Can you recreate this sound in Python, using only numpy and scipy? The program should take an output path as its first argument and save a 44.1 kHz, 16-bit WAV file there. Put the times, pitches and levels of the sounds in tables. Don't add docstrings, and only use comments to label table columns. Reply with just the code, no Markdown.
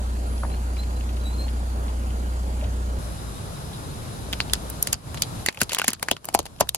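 import sys
import numpy as np
from scipy import signal
from scipy.fft import rfft, irfft
from scipy.io import wavfile
from scipy.ndimage import uniform_filter1d

SR = 44100
rng = np.random.default_rng(int(sys.argv[2]) if len(sys.argv) > 2 else 0)


def materialize(psi):
    bounded = np.clip(np.atleast_2d(psi).T, -1, 1)
    quanta = np.round(bounded * 32767).astype(np.int16)
    wavfile.write(sys.argv[1], SR, quanta)


N = 298896
SECOND_SPOT_S = 2.988
PAD = 64
SIDES = np.array([[1], [-1]])


def gain_of(db):
    return 10 ** (np.asarray(db) / 20)


def unit_rms(x):
    return x / np.sqrt(np.mean(x ** 2) + 1e-20)


def drift(count, size):
    return unit_rms(uniform_filter1d(rng.standard_normal(count), size=size))


def at_hz(points, hz):
    f, value = np.transpose(points)
    return np.interp(np.log(hz + 1), np.log(f + 1), value)


def add(mix, s, sound):
    part = mix[:, round(s * SR):][:, :sound.shape[1]]
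    part += sound[:, :part.shape[1]]


def ports(hz, lag_ms):
    lag_ms = np.interp(hz, (5000, 8000), [lag_ms, .186])
    return np.exp(-1j * np.pi * hz * lag_ms / 1000 * SIDES)


def wash(spectrum, coherence, balance, lag_ms, patchy_db):
    frames, hz = N // 512 + 5, np.fft.rfftfreq(2048, 1 / SR)
    a, b, c, d, patches = rng.standard_normal((frames, 1025, 5)).T
    patches = uniform_filter1d(patches, size=20, axis=0)
    patches = unit_rms(uniform_filter1d(patches, size=5, axis=1))
    like = at_hz(coherence, hz)[:, None]
    left = a + 1j * b
    right = like * left + np.sqrt(1 - like ** 2) * (c + 1j * d)
    pair = ports(hz, lag_ms) * gain_of(at_hz(balance, hz) / 2 * SIDES)
    colour = gain_of(at_hz(spectrum, hz)[:, None] + patchy_db * patches)
    spectra = np.array([left, right]) * pair[:, :, None] * colour
    return signal.istft(spectra, nperseg=2048, noverlap=1536)[1][:, :N]


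# t/s, f/Hz
IDLE_PITCH = [(0.0, 59.7), (.6, 59.8), (1.7, 60.24), (2.1, 60.1), (2.98, 59.9)]
# multiple of the boom, relative level/dB
IDLE_ORDERS = [(0.5, -18), (1, 0), (1.25, -40), (1.5, -17), (1.75, -38), (2, -22), (2.25, -42), (2.5, -30),
               (2.75, -36), (3, -26), (3.25, -31), (3.5, -26), (3.75, -25), (4, -29), (4.25, -39),
               (4.5, -34), (4.75, -31), (5, -39), (5.25, -33), (5.5, -36), (5.75, -36), (6.25, -38),
               (6.5, -35)]
# f/Hz, relative density/dB
IDLE_WASH = [(12, -44), (20, -24.5), (43, -22.5), (87, -16.5), (227, -15.5), (366, -19), (550, -19.5),
             (741, -20.5), (1000, -23), (1400, -25.5), (2000, -35), (2950, -36), (3500, -36.5), (4750, -35),
             (5500, -41.5), (7100, -34.5), (8600, -36.5), (11000, -41), (13500, -42.5), (15000, -53.5),
             (16200, -61.5)]
# f/Hz, coherence
IDLE_COHERENCE = [(60, 1), (250, .85), (500, .6), (1200, .8), (2300, .3), (7000, .35), (9000, .75),
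                  (10500, .95)]
# f/Hz, left-right/dB
IDLE_BALANCE = [(60, 15), (180, -7.5), (550, -1.5), (1650, -1), (4970, -1), (15000, 0.0)]


def idle():
    t = np.arange(N) / SR
    cycles = np.cumsum(np.interp(t, *np.transpose(IDLE_PITCH))) / SR
    exhaust = np.zeros(N)
    for order, db in IDLE_ORDERS:
        waver = drift(N // 256 + 2, size=12)
        level = np.interp(t, np.arange(len(waver)) * 256 / SR, gain_of(db + 0.23 * waver))
        pipe_smear_rad = 3 * (order ** 2 + 2)
        exhaust += level * np.cos(2 * np.pi * order * cycles + pipe_smear_rad)
    puffs = 1 + 0.0885 * np.cos(np.pi * cycles)
    noise = wash(IDLE_WASH, IDLE_COHERENCE, IDLE_BALANCE, lag_ms=0.3652, patchy_db=1.56)
    engine = gain_of(-25) * unit_rms(exhaust) + gain_of(-37) * unit_rms(noise) * puffs
    return engine * (t < SECOND_SPOT_S)


def tick(peak_db, hz, width_hz, decay_ms, pan_db=0):
    t, f = np.arange(2048) / SR, np.fft.rfftfreq(2048, 1 / SR)
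    puff = rng.standard_normal(2048) * np.exp(-t * 1000 / decay_ms) * np.minimum(t / .001, 1)
    resonance = 1 / (1 + 1j * (f / hz - hz / (f + 1)) * hz / width_hz) ** 3
    both = irfft(rfft(puff) * resonance * ports(f, lag_ms=-0.0875))
    return np.roll(both, PAD, axis=1) / abs(both).max() * gain_of(peak_db + pan_db / 2 * SIDES)


def scattered_ticks(mix, span_s, min_db, count):
    for when, size, pitch in rng.random((count, 3)):
        hz = 1600 * 4. ** pitch
        snap = tick(min_db + 8 * size ** 2, hz, 1.18 * hz, decay_ms=0.74)
        add(mix, span_s[0] + when * np.ptp(span_s), snap)


def tone(path, partials, rough, size=150):
    s, hz, db = np.transpose(path)
    t = np.arange(s[0], s[-1], 1 / SR)
    cycles = np.cumsum(np.interp(t, s, hz)) / SR
    tremble = 1 + rough * drift(len(t), size)
    wave = sum(gain_of(level) * np.sin(2 * np.pi * k * cycles) for k, level in partials)
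    envelope = gain_of(np.interp(t, s, db)) * signal.windows.tukey(len(t), 400 / len(t))
    wave = np.sqrt(2) * wave * tremble * envelope
    return s[0], np.array([wave, np.roll(wave, -1)])


def slip(start_s, length_s, first_hz, peak_hz, last_hz, rise, db, ends_db):
    share = np.array([0, rise, rise + 0.305 * (1 - rise), 1])
    hz = np.interp(share, [0, rise, 1], [first_hz, peak_hz, last_hz])
    return np.transpose([start_s + share * length_s, hz, db + ends_db * np.array([1, 0, 0.2, 0.85])])


# t/s, length/s, nominal first, peak and last f/Hz, rise share, level/dB
WHINE = (.26, .255, 10163, 10164, 10165, .4, -50)


def whine():
    return tone(slip(*WHINE, ends_db=-3.5), [(0.999, 0)], rough=0.126)


# t/s, peak level/dB, centre f/Hz, decay/ms
TUBE_TICKS = [(0.379, -33, 3800, 2.8), (0.4326, -21, 1145, 2.3), (.4345, -23, 780, 3),
              (.441, -37.5, 1400, 5.3), (0.446, -26, 810, 5), (0.45, -36, 1400, 3.3),
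              (0.499, -37, 2500, 4.8), (.517, -35, 2350, 2.1), (0.539, -33, 1780, 1.7),
              (0.545, -35, 2820, 3), (.766, -33.5, 2600, 6.3), (.833, -34.5, 2800, 6.4),
              (.907, -37.5, 2620, 4.1), (1.008, -32, 2850, 2.5), (1.09, -35.5, 3040, 6.9),
              (1.166, -34, 2910, 7), (1.48, -31.5, 2600, 5.2), (1.488, -31.5, 2900, 5.5),
              (1.88, -34, 3000, 15.5), (2.105, -34.5, 2600, 3.2), (2.61, -35, 2530, 15.5),
              (2.625, -29.5, 560, 44), (2.639, -32.5, 3030, 13)]


def tube_ticks(mix):
    for s, db, hz, decay_ms in TUBE_TICKS:
        width_hz = 1.056 * hz * np.cbrt(hz / 3000)
        add(mix, s - PAD / SR, tick(db, hz, width_hz, decay_ms, pan_db=2.5))


# t/s, length/s, first, peak and last f/Hz, rise share, base level/dB
SQUEAKS = [(0.496, 0.071, 3830, 4142, 4205, .45, -55.5), (0.776, 0.0347, 3994, 4054, 4120, 0.635, -46),
           (0.806, 0.043, 4120, 4127, 4220, 0.36, -52.5), (0.953, 0.0334, 4040, 4040, 4050, 0.41, -58.5),
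           (1.205, 0.03, 3850, 4060, 4050, 0.41, -58), (1.234, 0.0754, 3862, 3916, 3964, 0.45, -48),
           (1.308, 0.055, 3950, 4100, 4230, 0.44, -52), (1.377, 0.088, 4123, 4160, 4255, .25, -46),
           (1.461, 0.0365, 4198, 4260, 4270, 0.48, -57.5)]
# multiple, level/dB over base
SQUEAK_PARTIALS = [(1, 6), (2, -8), (3, -9.5)]


def tube_squeaks(mix):
    for row in SQUEAKS:
        add(mix, *tone(slip(*row, ends_db=-9), SQUEAK_PARTIALS, rough=0.4, size=200))


def knock(db, hz, t60_s, rise_s):
    t = np.arange(SR // 4) / SR
    envelope = gain_of(db - 60 * t / t60_s) * np.minimum(t / rise_s, 1)
    return np.ones((2, 1)) * envelope * np.sin(2 * np.pi * hz * t)


def tyre_drop():
    return knock(db=-22.5, hz=91.7, t60_s=0.29, rise_s=0.0093)


# f/Hz, relative density/dB
UNDER_WASH = [(12, -42), (20, -23), (58, -4.5), (95, -2.5), (160, -6.5), (200, -13), (410, -19),
              (700, -20.5), (1300, -24), (2000, -34), (3200, -34.5), (3900, -30), (4500, -34.5),
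              (5100, -33), (5550, -35.5), (6500, -35.5), (10800, -34), (13000, -41.5), (15000, -49.5),
              (16200, -63)]
# f/Hz, coherence
UNDER_COHERENCE = [(60, .85), (250, .7), (600, .3), (1200, .45), (2300, .3), (7500, .25), (9000, .6),
                   (10500, .95)]
# f/Hz, left-right/dB
UNDER_BALANCE = [(60, -0.5), (180, -0.5), (550, 3), (1650, 1), (4970, 3.5), (15000, -2)]
# t/s, hiss level/dB, rumble over hiss/dB
UNDER_LEVELS = [(2.99, -38.5, 2.5), (4.1, -38.5, 2.5), (4.9, -38, 0), (4.96, -47, 10), (5.02, -48, -0.5),
                (5.08, -40.5, 6.5), (5.42, -36.5, 1), (5.53, -50, -8), (5.62, -45, 5), (5.76, -46, -4.5),
                (5.92, -59, 12.5), (6.05, -45.5, -5), (6.13, -49, 8), (6.2, -57, -0.5), (6.28, -46.5, -4),
                (6.38, -53.5, 12.5), (6.5, -50.5, 3.5), (6.66, -49.5, 7.5), (6.78, -58, 8)]


def under_car():
    t = np.arange(N) / SR
    s, hiss_db, rumble_db = np.transpose(UNDER_LEVELS)
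    noise = wash(UNDER_WASH, UNDER_COHERENCE, UNDER_BALANCE, lag_ms=-0.389, patchy_db=.8)
    rumble = signal.sosfiltfilt(signal.butter(2, 224, fs=SR, output="sos"), noise)
    both = unit_rms(rumble) * gain_of(np.interp(t, s, rumble_db)) + unit_rms(noise - rumble)
    return both * gain_of(np.interp(t, s, hiss_db)) * (t >= SECOND_SPOT_S)


# t/s, nominal f/Hz, level/dB
BOOM = [(2.99, 59.84, -34.5), (3.33, 56.5, -33), (3.45, 51.77, -53), (3.75, 53.86, -46),
        (4.0, 58.39, -48.5), (4.3, 60.16, -38), (4.8, 60.37, -35), (4.9, 60.5, -61)]


def exhaust_boom():
    return tone(BOOM, [(0.99, 0.018)], rough=0.3, size=2500)


# t/s, f/Hz, base level/dB
CHIRP = [(3.0, 3787, -64), (3.6, 3860, -61), (4.3, 3870, -63.5)]
# multiple, level/dB over base
CHIRP_PARTIALS = [(1, 0.5), (1.32, -3.5)]


def chirp(rate_hz=10.55, crest_s=3.282):
    s, sound = tone(CHIRP, CHIRP_PARTIALS, rough=0.54)
    throb = np.cos(2 * np.pi * rate_hz * (s - crest_s + np.arange(sound.shape[1]) / SR))
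    return s, sound * np.maximum(throb, 0) ** 2 * 2


def grit():
    return tick(peak_db=-32.5, hz=3700, width_hz=1500, decay_ms=29)


CRACK_N, LEAD_S, SNAP_MS = 5120, .008, 1.8
# f/Hz, coherence
TEAR_COHERENCE = [(2800, .95), (4000, .5), (7000, .4), (9500, .9), (11000, 1)]


def tearing(t, hz, noise, tear_ms, lead_in_ms=3.8, click_ms=0.19, push_ms=0.0716):
    u = (t * 1000 - SNAP_MS) / tear_ms
    lead_in = 0.081 * np.exp(t * 1000 / lead_in_ms - 1)
    envelope = np.where(u < 0, np.exp(1.75 * u) + lead_in, np.exp(-1.4 * u))
    click = 1 + 0.61 * np.exp(-abs(u) * tear_ms / click_ms)
    burst = noise * envelope * click
    strength = np.sqrt(tear_ms * SR / 1000)
    left, other = rfft(burst / np.linalg.norm(burst, axis=1, keepdims=True) * strength)
    like = at_hz(TEAR_COHERENCE, hz)
    right = like * left + np.sqrt(1 - like ** 2) * other
    push = np.exp(-(np.pi * hz * push_ms / 1000) ** 2 - 2j * np.pi * hz * (LEAD_S + SNAP_MS / 1000))
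    return np.array([left, right]) + 0.72 * strength * rng.choice([-1, 1]) * push


def resonance(hz, centre_hz, width_hz, db):
    return gain_of(db) / (1 + 2j * (hz - centre_hz) / width_hz)


# f/Hz, width/Hz, level/dB
SHELL_MODES = [(2112, 1830, -1), (3067, 701, 9), (4617, 993, 7.5), (6490, 298, 11.5), (6720, 1090, 7),
               (10080, 2170, 5.5), (11690, 2560, 3), (15010, 1000, 3.5)]


def shell_response(hz, snap_db, tilt_db, body_db):
    shifts_hz = 200 * rng.uniform(-1.3, 1, len(SHELL_MODES))
    modes = sum(resonance(hz, f + shifts_hz[k], width, db) * (-1) ** k
                for k, (f, width, db) in enumerate(SHELL_MODES))
    top_db = snap_db + tilt_db / 2
    colour_db = np.interp(np.log(hz + 1), np.log([2155, 3493, 6040, 12350, 16500]),
                          [body_db, snap_db - tilt_db / 2, snap_db, top_db, top_db - 14])
    return modes * gain_of(colour_db + 12)


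def panel_ring(age_s, db, hz, cycles):
    envelope = gain_of(db + 13 - 60 * age_s * hz / cycles) * np.minimum(age_s / 0.00073, 1)
    return envelope * np.sin(2 * np.pi * hz * age_s)


def air_thump(age_s, db, hz, t60_s=0.017):
    cycles = hz * (0.4084 * age_s + 0.009311 * (1 - np.exp(-age_s / 0.00356)))
    envelope = gain_of(db + 12.5 - 60 * age_s / t60_s) * np.minimum(age_s / 0.0022, 1) ** 2
    return envelope * np.sin(2 * np.pi * cycles)


# f/Hz, t60/s
SCATTER_T60 = [(300, 0.0398), (850, 0.1002), (1500, 0.0332), (4000, 0.0738), (12000, 0.0286)]


def scatter(age_s, noise, db):
    f, frame_s, spectra = signal.stft(noise, SR, nperseg=128)
    decay = gain_of(db - 60 * np.maximum(frame_s - LEAD_S, 0) / at_hz(SCATTER_T60, f)[:, None])
    tail = signal.istft(spectra * decay, SR, nperseg=128)[1][:, :CRACK_N]
    lumps = unit_rms(gain_of(4 * drift(CRACK_N, size=60)))
    return rfft(tail * lumps * np.minimum(age_s / 0.0029, 1))


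def crack(snap_db, tilt_db, body_db, tear_ms, ring_db, ring_hz, cycles, thump_db, thump_hz, scatter_db):
    t, hz = np.arange(CRACK_N) / SR - LEAD_S, np.fft.rfftfreq(CRACK_N, 1 / SR)
    age_s = np.maximum(t - (SNAP_MS - 0.3468 * tear_ms) / 1000, 0)
    noise = rng.standard_normal((4, CRACK_N))
    shell = shell_response(hz, snap_db, tilt_db, body_db)
    snap = tearing(t, hz, noise[:2], tear_ms) * shell
    ring = panel_ring(age_s, ring_db, ring_hz, cycles)
    thump = air_thump(age_s, thump_db, thump_hz)
    direct = (snap + rfft(ring + thump)) * ports(hz, lag_ms=-0.0824)
    panel = resonance(hz, ring_hz, 300 + 0.16 * ring_hz, ring_db + 15.5)
    cavity = resonance(hz, thump_hz, 250, thump_db + 26.5)
    tail = scatter(age_s, noise[2:], scatter_db) * (shell + panel + cavity)
    bass_cut = hz ** 2 / (hz ** 2 + 60. ** 2)
    return np.roll(irfft((direct + tail) * bass_cut), PAD, axis=1)


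# t/s, snap level/dB, treble tilt/dB, body level/dB, tear/ms, ring level/dB,
# ring f/Hz, ring t60/cycles, thump level/dB, nominal thump f/Hz, scatter level/dB
CRACKS = [(4.3274, -34.5, 7.5, -26, 1.44, -25, 3151, 23, -56.5, 197.8, -5.5),
          (4.3313, -39, -26, -22.5, 0.94, -36, 3600, 4, -29.5, 146, -16.5),
          (4.337, -57, -14.5, -28, 1.9, -37, 4900, 20.5, -61, 150, -13),
          (4.4015, -31, -11, -20, 0.99, -22.5, 2850, 11, -59.5, 460, -10),
          (4.4028, -52.5, -15.5, -41, 0.93, -19, 4380, 23.5, -60.5, 300, -11.5),
          (4.4114, -60, -15, -51.5, 1.24, -27, 4440, 27, -56.5, 176, -14.5),
          (4.4963, -46.5, -16, -43.5, 1.3, -27, 2922, 13, -59.5, 141.3, -11),
          (4.5334, -19.5, 3, -30, 1.206, -12.5, 1650, 3.5, -32, 139.5, -10),
          (4.6992, -42.5, 26, -45, 2.5, -46, 709, 9, -38.5, 111.6, -10),
          (4.8255, -26.5, 23.5, -51, 1.8, -52.5, 596, 11, -58.5, 240, -11.5),
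          (4.871, -30.5, 6.5, -31, 1.97, -30.5, 1916, 4.5, -33.5, 128.9, -6),
          (4.928, -23.5, 7.5, -28.5, 2.22, -20, 1450, 3, -37, 142, -5.5),
          (5.143, -43, 6, -38.5, 1.6, -37, 890, 8, -46, 135, -1.5),
          (5.172, -46, -10.5, -34.5, 2.16, -43.5, 619, 7.5, -42.5, 137, -1.5),
          (5.22, -19, -1.5, -21.5, 1.18, -21, 2310, 0.5, -38.5, 116, -10),
          (5.2277, -45, -7, -48, 1.76, -55, 899, 6, -39, 110, -4.5),
          (5.4604, -25.5, 9.5, -21, 1.29, -19, 2006, 18, -29.5, 107, -5.5),
          (5.4848, -27, -11, -11.5, 1.294, -15, 2174, 16.5, -37.5, 220, -12.5),
          (5.4903, -47.5, -8.5, -27.5, 2.14, -25, 2300, 14, -46.5, 214, -8.5),
          (5.525, -53, 3, -52.5, 2.5, -48.5, 2370, 9.5, -61, 167, -2),
          (5.545, -55.5, 14.5, -44.5, 2.6, -35, 2550, 7.5, -65.5, 167, -10.5),
          (5.572, -43.5, -9.5, -29.5, 0.58, -27, 2590, 9.5, -59.5, 436, -12.5),
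          (5.5765, -60, 0, -48.5, 1.86, -36, 800, 5.5, -41.5, 438, -11.5),
          (5.588, -53, 3.5, -59.5, 2.85, -60, 1500, 9, -59, 300, -9),
          (5.603, -38.5, 0.5, -41, 1.83, -47.5, 695, 6, -52.5, 116, -5.5),
          (5.6066, -36, 3, -29, 0.99, -29, 1610, 10, -48.5, 106, -6),
          (5.6143, -23, 10.5, -17, 2.15, -20, 1462, 17, -24.5, 347.6, -4.5),
          (5.6308, -33.5, 10, -47, 2, -52, 1400, 9.5, -42, 130, -10.5),
          (5.693, -35, 0, -41, 1.3, -35, 1080, 8, -50, 110, -8),
          (5.7083, -55, -23.5, -32, 1.07, -28, 2560, 12, -57, 148, -8.5),
          (5.718, -38, 0, -27.5, 2.57, -35.5, 554, 9.5, -47, 443, 0),
          (5.731, -30, 9, -38.5, 2.7, -28.5, 865, 6.5, -48, 458, -5.5),
          (5.7461, -23.5, 16.5, -16, 0.66, -18, 3450, 15, -54.5, 110, -12),
          (5.767, -47.5, -6, -24, 0.74, -29, 2400, 10.5, -42.5, 446, -16.5),
          (5.7831, -33.5, 2, -22.5, 1.11, -36, 2200, 9, -51.5, 390, -8),
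          (5.7852, -26, 10, -17.5, 1.14, -19, 3100, 17.5, -40, 382, -8.5),
          (5.7954, -28.5, -2, -16.5, 0.98, -33, 1003, 10.5, -35.5, 278, -13),
          (5.8152, -31.5, 3, -19, 0.89, -22, 1487, 27, -37, 254, -8),
          (5.8419, -35.5, 2, -26.5, 3.07, -29.5, 797, 11.5, -53.5, 318, -3),
          (5.8793, -23.5, 12, -20.5, 2.22, -18, 1756, 10, -29, 331.2, -2.5),
          (5.9027, -36, 10, -49, 1.6, -36.5, 1280, 8.5, -35.5, 190, -14.5),
          (5.918, -64, -2.5, -53.5, 2.3, -49, 703, 12.5, -47.5, 129, -6),
          (5.9316, -31.5, 4.5, -28.5, 1.65, -31, 1480, 5, -38.5, 239, -8),
           (5.9949, -54.5, 4.5, -43.5, 2.1, -58.5, 695, 8.5, -70, 183, -11.5),
          (6.0266, -30, 11.5, -20, 1.63, -32.5, 720, 13.5, -34.5, 445.5, -8.5),
          (6.0841, -32.5, 2.5, -18.5, 1.05, -18.5, 1832, 7, -38.5, 138, -9),
          (6.112, -25.5, 10, -19.5, 1.555, -9, 3085, 15, -16, 376.6, -12.5),
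          (6.165, -47, -11.5, -40.5, 1.17, -32.5, 1260, 4.5, -42.5, 221, -8),
          (6.244, -45, 8.5, -35.5, 1.75, -42, 1043, 9, -44.5, 126, -13),
          (6.2527, -39, 28.5, -49, 0.79, -45, 1046, 9, -42, 313, -12.5),
          (6.2862, -36.5, 10, -23.5, 1.48, -29, 790, 8.5, -38, 346, -9),
          (6.326, -55, 4, -54.5, 2.3, -53.5, 775, 8, -39.5, 127, -6),
          (6.3365, -59, -0.5, -54.5, 1.5, -37.5, 760, 6.5, -60.5, 200, -12),
          (6.3414, -32.5, 10.5, -32, 2.65, -34, 2270, 8.5, -34, 115.5, -7.5),
          (6.3473, -23, 13, -17.5, 1.34, -10, 762, 9, -20, 220.5, -9),
          (6.3735, -55, -5.5, -52, 1.7, -38.5, 735, 13.5, -62, 110, -7.5),
          (6.389, -25, 5.5, -30.5, 0.85, -29.5, 1180, 6.5, -21, 478, -8),
          (6.428, -56, 10, -55, 1.73, -56.5, 1200, 6.5, -65, 200, -7),
          (6.454, -44, 3, -44, 2.06, -36, 774, 5.5, -59, 236, -2),
          (6.463, -47.5, 0, -40, 2.73, -37, 880, 6, -56, 234, -8),
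          (6.6017, -39.5, 11, -42.5, 3.75, -28.5, 965, 7, -45, 320, 0),
          (6.606, -22, 10, -21.5, 1.7, -22, 580, 11.5, -21.5, 427, -7.5),
          (6.6099, -45, 8, -21, 2.29, -14.5, 930, 11.5, -15.5, 325.7, -8.5),
          (6.671, -58, 7.5, -47.5, 1.2, -43, 1540, 9, -70, 110, -11.5),
          (6.6885, -33, 11.5, -36, 1.2, -26, 3100, 13.5, -56.5, 115, -14.5),
          (6.6902, -28, 10.5, -31, 1.603, -18.5, 3820, 33.5, -45, 115, -28),
          (6.7454, -27, 16.5, -27, 0.76, -29, 770, 6, -62, 239, -10)]
# t/s, left-right/dB
BALL_PAN = [(4.3, 0), (6.78, 1.5)]


def ball_cracks(mix):
    for s, *row in CRACKS:
        pan_db = np.interp(s, *np.transpose(BALL_PAN))
        add(mix, s - LEAD_S - PAD / SR, crack(*row) * gain_of(pan_db / 2 * SIDES))


# t/s, level/dB, f/Hz, t60/s, lower and upper hollow mode level/dB
BUCKLES = [(5.6185, -14.5, 204.5, 0.036, -50.5, -49), (5.622, -20.5, 104.3, 0.078, -50, -49.5),
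           (5.8835, -15, 230.2, 0.0392, -48, -38.5), (6.117, -22.5, 90, 0.024, -42, -39),
           (6.35, -24.5, 101.4, 0.047, -24, -32), (6.613, -18, 100.4, 0.038, -29.5, -27),
           (6.64, -29, 60, 0.078, -49.5, -49)]
# f/Hz, t60/s
HOLLOW_MODES = [(700, 0.084), (990, 0.099)]


def ball_buckles(mix, rise_s=0.00368):
    for s, db, hz, t60_s, *modes_db in BUCKLES:
        hollow = sum(knock(level, *mode, rise_s) for level, mode in zip(modes_db, HOLLOW_MODES))
        add(mix, s, knock(db, hz, t60_s, rise_s) + hollow)


def scene():
    mix = idle() + under_car()
    add(mix, *exhaust_boom())
    tube_squeaks(mix)
    add(mix, *whine())
    add(mix, *chirp())
    add(mix, 2.645, tyre_drop())
    add(mix, 3.73, grit())
    tube_ticks(mix)
    ball_cracks(mix)
    ball_buckles(mix)
    scattered_ticks(mix, span_s=(5.69, 5.94), min_db=-36, count=90)
    scattered_ticks(mix, span_s=(5.5, 6.7), min_db=-45, count=20)
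    scattered_ticks(mix, span_s=(0.084, 3.6), min_db=-49, count=40)
    return mix


def record(dry):
    soft = np.tanh(dry ** 3 / 3 + dry) * .96
    lowpass = signal.firwin(511, 16900, window=("kaiser", 9), fs=SR)
    return signal.oaconvolve(soft, lowpass[None], "same")


dry = scene()
out = record(dry)
materialize(out)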